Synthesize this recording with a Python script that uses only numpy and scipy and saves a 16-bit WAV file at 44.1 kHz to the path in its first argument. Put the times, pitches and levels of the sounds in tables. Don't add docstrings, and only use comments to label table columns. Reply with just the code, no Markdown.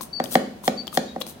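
import sys
import numpy as np
from scipy import signal
from scipy.fft import rfft, irfft, next_fast_len
from scipy.io import wavfile
from scipy.ndimage import map_coordinates

SR = 44100
rng = np.random.default_rng(int(sys.argv[2]) if len(sys.argv) > 2 else 0)


def put_to_file(sound):
    columns = np.atleast_2d(sound).T
    safe = np.clip(columns, -1, 1)
    whole_steps = np.round(safe * 32767)
    wavfile.write(sys.argv[1], SR, whole_steps.astype(np.int16))


N = 61739

# t/s, rise/s, hold/s, fall/s, level/dB
PISTON_FLOWS = [(0.0075, 0.0046, 0.019, 0.046, -38.5), (0.236, 0.00085, 0.0054, 0.11, -43),
                (.29, 0.0309, 0.025, 0.0444, -33), (0.625, 0.02, 0.039, 0.021, -41),
                (0.914, 0.029, 0.032, 0.0227, -37), (1.192, 0.013, 0.0092, .03, -44),
                (1.261, 0.0062, 0.037, 0.056, -44)]
# f/Hz, level/dB
HISS_SPECTRUM = [(200, 0.5), (900, -3), (2000, -10.5), (3500, 0.5), (6000, -2.5), (7200, -2.5), (8400, 4),
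                 (10000, 5), (12500, 2), (15500, 1)]
# f/Hz, width/Hz, level/dB
GAP_MODES = [(3340, 240, -21), (5950, 260, -12.5), (8430, 410, -25)]
# f/Hz, left minus right/dB
HISS_BALANCE = [(60, -2), (110, -1), (200, 15), (380, 0.5), (700, 12), (1290, 5), (2380, 4), (4400, 3),
                (8120, 2.5), (15000, 5.5)]
# t/s, ring f/Hz, ring level/dB, ring t60/s, snap level/dB, snap t60/s
HANDLE_CLICKS = [(0.0093, 1048, -28, 0.029, -31, .012), (0.2406, 4840, -43, 0.0046, -24.5, 0.015),
                 (0.258, 3210, -26, 0.0059, -50, 0.0044), (0.6391, 1000, -34, .025, -39, 0.022),
                 (0.87, 4460, -27.5, 0.0062, -33.5, 0.032), (0.8783, 3195, -23, 0.013, -33.5, .012),
                 (0.9279, 1215, -33, .025, -44, 0.022), (1.213, 3060, -25, 0.0051, -27, 0.011),
                 (1.2155, 3370, -21.5, 0.013, -36.5, 0.025), (1.2185, 4020, -18.5, 0.006, -32, 0.021),
                 (1.2668, 3300, -45.5, 0.0062, -28.5, 0.0042)]
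# f/Hz, level/dB
SNAP_SPECTRUM = [(100, 3), (700, 12), (2000, -9.5), (4500, 6.5), (8000, -5), (12000, -1), (16000, -6)]
# t/s, f/Hz, level/dB, t60/s
HANDLE_NUDGES = [(0.01, 244, -34, 0.07), (.241, 125, -28.5, 0.1), (0.927, 164, -32, 0.06),
                 (1.202, 206, -72, 0.02), (1.207, 513, -23.5, 0.035), (1.2135, 1095, -24, 0.016),
                 (1.269, 148, -31, 0.025)]
# t/s, length/s, f/Hz, sag/Hz, level/dB
VALVE_NOTES = [(0.127, 0.077, 4555, 41, -33), (0.771, 0.066, 4580, 71, -35.5), (1.07, 0.073, 3805, 14, -50)]
# t/s, level/dB, mode roll-off f/Hz, relative crack level/dB
SEAL_POPS = [(0.2001, -5.5, 1950, -23.5), (0.3539, 3.5, 3100, -20), (0.6782, -1, 5960, -16.5),
             (.9733, -1.5, 6600, -15), (1.1615, -12, 980, -33)]
# f/Hz, level/dB, t60/s
BARREL_MODES = [(173.6, -18.5, 0.055), (261, -17, 0.046), (394, -11.5, 0.02), (538.6, -10.5, 0.055),
                (611, -17, 0.069), (752.8, -4, 0.033), (1160, -12.5, 0.015), (1450, -16.5, .018),
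                (1871, -7, 0.015), (2210, -13, 0.011), (3318, -6, 0.0084), (4334, -19, 0.021),
                (5224, -14, 0.012), (6710, -8, 0.0078)]
# f/Hz, level/dB
CRACK_SPECTRUM = [(300, -14), (1500, 6), (2500, 2), (4000, 6), (7500, -7), (9000, -14.5), (12000, -14),
                  (16000, -22.5)]
# delay/s, level/dB
NEAR_ECHOES = [(.0039, -26.5), (.0087, -16)]
# f/Hz, left lead/rad
BARREL_PHASE = [(100, -0.4), (300, -0.23), (600, -0.82), (1000, -1.2), (2000, -1.73), (4000, -1.4),
                (7000, 1)]
# delay/s, level/dB
WALL_ECHOES = [(.0335, -36), (0.0394, -28.5)]
# f/Hz, t60/s
TAIL_DECAY = [(100, 0.52), (300, .48), (800, .4), (2000, 0.49), (4500, 0.54), (8000, 0.41), (15000, 0.28)]
# f/Hz, level/dB
TAIL_SPECTRUM = [(60, -9.5), (200, -1.5), (380, -2), (500, -7.5), (630, -7.5), (760, -12.5), (1100, -9),
                 (1550, -7.5), (1900, -14), (2400, -8), (3200, -13.5), (4000, -11), (5000, -11),
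                 (8000, -9.5), (15000, -15.5)]
# f/Hz, left-right correlation
ROOM_COHERENCE = [(100, 0.76), (300, 0.93), (700, 0.17), (1500, 0.033), (5000, 0.024)]
# f/Hz, relative level/dB, t60/s
STANDING_WAVES = [(71, -10, 0.67), (105, -17, 0.68), (164, -22, .4), (206.5, -0.5, 0.61), (231.2, 1, 0.48),
                  (256.1, -3, 0.54), (340.6, -12.5, 0.89), (490, -22, 0.21), (541, -16, 0.13),
                  (766, -19.5, 0.3)]
# f/Hz, level/dB
FLOOR_SPECTRUM = [(25, -24), (45, -12), (70, 3.5), (110, -2), (200, 6.5), (350, -2.5), (700, -1.5),
                  (1100, -11), (3000, -19), (8000, -27), (16000, -28.5)]

HALF_SPLIT = np.array([[.5], [-.5]])


def amp(db):
    return 10 ** (np.asarray(db) / 20)


def unit(x):
    return x / np.sqrt(np.mean(x ** 2) + 1e-20)


def along(points, hz):
    f, v = np.transpose(points)
    return np.interp(np.log(hz + 1), np.log(f + 1), v)


def since(start_s):
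    return np.maximum(np.arange(N) / SR - start_s, 0)


def wobble(rate_hz):
    knots = rng.standard_normal(int(N * rate_hz / SR) + 4)
    return map_coordinates(knots, [np.arange(N) * rate_hz / SR])


def filtered(x, response):
    size = next_fast_len(N + SR // 2)
    return irfft(rfft(x, size) * response(np.fft.rfftfreq(size, 1 / SR)), size)[..., :N]


def noise(spectrum):
    return unit(filtered(rng.standard_normal(N), lambda hz: amp(along(spectrum, hz))))


def decay(start_s, t60_s, wave=np.ones_like):
    out = np.zeros(N)
    first = int(np.ceil(start_s * SR))
    t = np.arange(first, min(N, first + int(2 * t60_s * SR))) / SR - start_s
    out[first:first + len(t)] = wave(t) * np.exp(-np.log(1000) * t / t60_s)
    return out


def ring(start_s, hz, t60_s, attack_s=1e-5):
    return decay(start_s, t60_s, lambda t: np.sin(2 * np.pi * hz * t) * (1 - np.exp(-t / attack_s)))


def place(x, pan_db, lead_ms):
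    pair = filtered(x, lambda hz: np.exp(2j * np.pi * hz * HALF_SPLIT * lead_ms / 1000))
    return amp(pan_db * HALF_SPLIT) * pair


def radiated(x, cutoff_hz=134):
    return signal.sosfilt(signal.butter(4, cutoff_hz, "highpass", fs=SR, output="sos"), x)


def reflected(x, echoes, dull_hz):
    n = np.arange(N)
    copies = sum(amp(db) * np.interp(n - delay_s * SR, n, x, left=0) for delay_s, db in echoes)
    pole = np.exp(-2 * np.pi * dull_hz / SR)
    return signal.lfilter([1 - pole], [1, -pole], copies)


def diffuse(pair, spectrum):
    def mid_side_gains(hz):
        angle = np.arccos(np.clip(along(ROOM_COHERENCE, hz), -1, 1)) / 2
        return amp(along(spectrum, hz)) * [np.cos(angle), np.sin(angle)]
    mid, side = filtered(pair, mid_side_gains)
    return np.array([mid + side, mid - side])


def piston_hiss(range_db=28.5, flutter_db=2.82, gap_glide=0.08, spits_per_s=350, spit_db=-7):
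    flow = np.zeros(N)
    for start_s, rise_s, hold_s, fall_s, db in PISTON_FLOWS:
        t = since(start_s)
        below_peak = 1 - np.minimum(t / rise_s, 1) + since(start_s + rise_s + hold_s) / fall_s
        flow += (t > 0) * amp(db - range_db * below_peak)
    warped_s = np.cumsum(1 + gap_glide * (1 - flow / flow.max())) / SR
    gap = np.zeros(N)
    for hz, width_hz, db in GAP_MODES:
        phase = 2 * np.pi * hz * warped_s
        gap += amp(db) * (wobble(width_hz) * np.sin(phase) + wobble(width_hz) * np.cos(phase))
    impulses = rng.standard_normal(N + 1) * (rng.random(N + 1) < spits_per_s / SR)
    spit = amp(spit_db) * unit(np.diff(impulses))
    flow *= amp(flutter_db * wobble(rate_hz=600))
    scattered = amp(1.5) * flow * np.array([noise(HISS_SPECTRUM), noise(HISS_SPECTRUM)])
    direct = place(flow * (noise(HISS_SPECTRUM) + gap + spit), pan_db=4.5, lead_ms=0.1465)
    return filtered(direct + scattered, lambda hz: amp(along(HISS_BALANCE, hz) * HALF_SPLIT))


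def handle_clicks():
    rings, snap_envelope = np.zeros(N), np.zeros(N)
    for start_s, hz, ring_db, ring_t60_s, snap_db, snap_t60_s in HANDLE_CLICKS:
        rings += amp(ring_db) * ring(start_s, hz, ring_t60_s)
        snap_envelope += amp(snap_db) * decay(start_s, snap_t60_s)
    snaps = snap_envelope * noise(SNAP_SPECTRUM)
    nudges = sum(amp(db) * ring(start_s, hz, t60_s, attack_s=1 / hz)
                 for start_s, hz, db, t60_s in HANDLE_NUDGES)
    return place(radiated(rings + snaps), pan_db=12.5, lead_ms=0.053) + nudges


def valve_whistles(rise_s=0.011, fall_s=0.025, jitter_hz=7.5, flutter_db=2):
    notes = np.zeros(N)
    for start_s, length_s, hz, sag_hz, db in VALVE_NOTES:
        t = since(start_s)
        pitch_hz = hz - sag_hz * np.minimum(t / length_s, 1) ** 1.23 + jitter_hz * wobble(rate_hz=151.6)
        tone = np.sqrt(2) * np.sin(2 * np.pi * np.cumsum(pitch_hz) / SR)
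        envelope = np.clip(t / rise_s, 0, 1) * np.clip((length_s - t) / fall_s, 0, 1)
        notes += amp(db + flutter_db * wobble(rate_hz=130)) * envelope * tone
    return place(notes, pan_db=10, lead_ms=0.0089)


def seal_pops():
    barrel, crack_envelope = np.zeros(N), np.zeros(N)
    for start_s, db, rolloff_hz, crack_db in SEAL_POPS:
        for k, (hz, mode_db, t60_s) in enumerate(BARREL_MODES):
            gain = amp(db + mode_db) / np.hypot(1, (hz / rolloff_hz) ** 2)
            barrel += (-1) ** k * gain * ring(start_s, hz, t60_s, attack_s=0.0009)
        crack_envelope += amp(db + crack_db) * decay(start_s, t60_s=0.014)
    barrel = radiated(barrel + reflected(barrel, NEAR_ECHOES, dull_hz=1540))
    barrel_pair = filtered(barrel, lambda hz: np.exp(1j * along(BARREL_PHASE, hz) * HALF_SPLIT))
    crack = radiated(crack_envelope * noise(CRACK_SPECTRUM))
    return barrel_pair + place(crack, pan_db=13.5, lead_ms=0.13)


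def room(x, tail_build_s=0.0021, modes_build_s=0.022, modes_db=-54):
    hz, t, bands = signal.stft(rng.standard_normal((2, N)), SR, nperseg=256)
    bands *= amp(-60 * t / along(TAIL_DECAY, hz)[:, None])
    tail = signal.istft(bands, SR, nperseg=256)[1][:, :N]
    tail *= 1 - np.exp(-(since(0) / tail_build_s) ** 2)
    tail = diffuse(tail / np.linalg.norm(tail[0]), TAIL_SPECTRUM)
    modes = sum(amp(db + modes_db) * ring(0, mode_hz, t60_s) for mode_hz, db, t60_s in STANDING_WAVES)
    modes *= 1 - np.exp(-since(0) / modes_build_s)
    reverb = signal.fftconvolve(x[None], tail + modes, axes=1)[:, :N]
    return reflected(x, WALL_ECHOES, dull_hz=1270) + reverb


def scene(hiss_click_send_db=-3.5, whistle_send_db=-4.5, floor_db=-45.5):
    pops = seal_pops()
    hiss_and_clicks = piston_hiss() + handle_clicks()
    whistles = valve_whistles()
    send = pops[0] + amp(hiss_click_send_db) * hiss_and_clicks[0] + amp(whistle_send_db) * whistles[0]
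    reverb = room(send)
    floor = amp(floor_db) * unit(diffuse(rng.standard_normal((2, N)), FLOOR_SPECTRUM))
    return pops + hiss_and_clicks + whistles + reverb + floor


def record(dry, top_hz=16100):
    rounded = dry / (1 + np.abs(dry) ** 6) ** (1 / 6)
    return filtered(rounded, lambda hz: hz < top_hz)


dry = scene()
out = record(dry)
put_to_file(out)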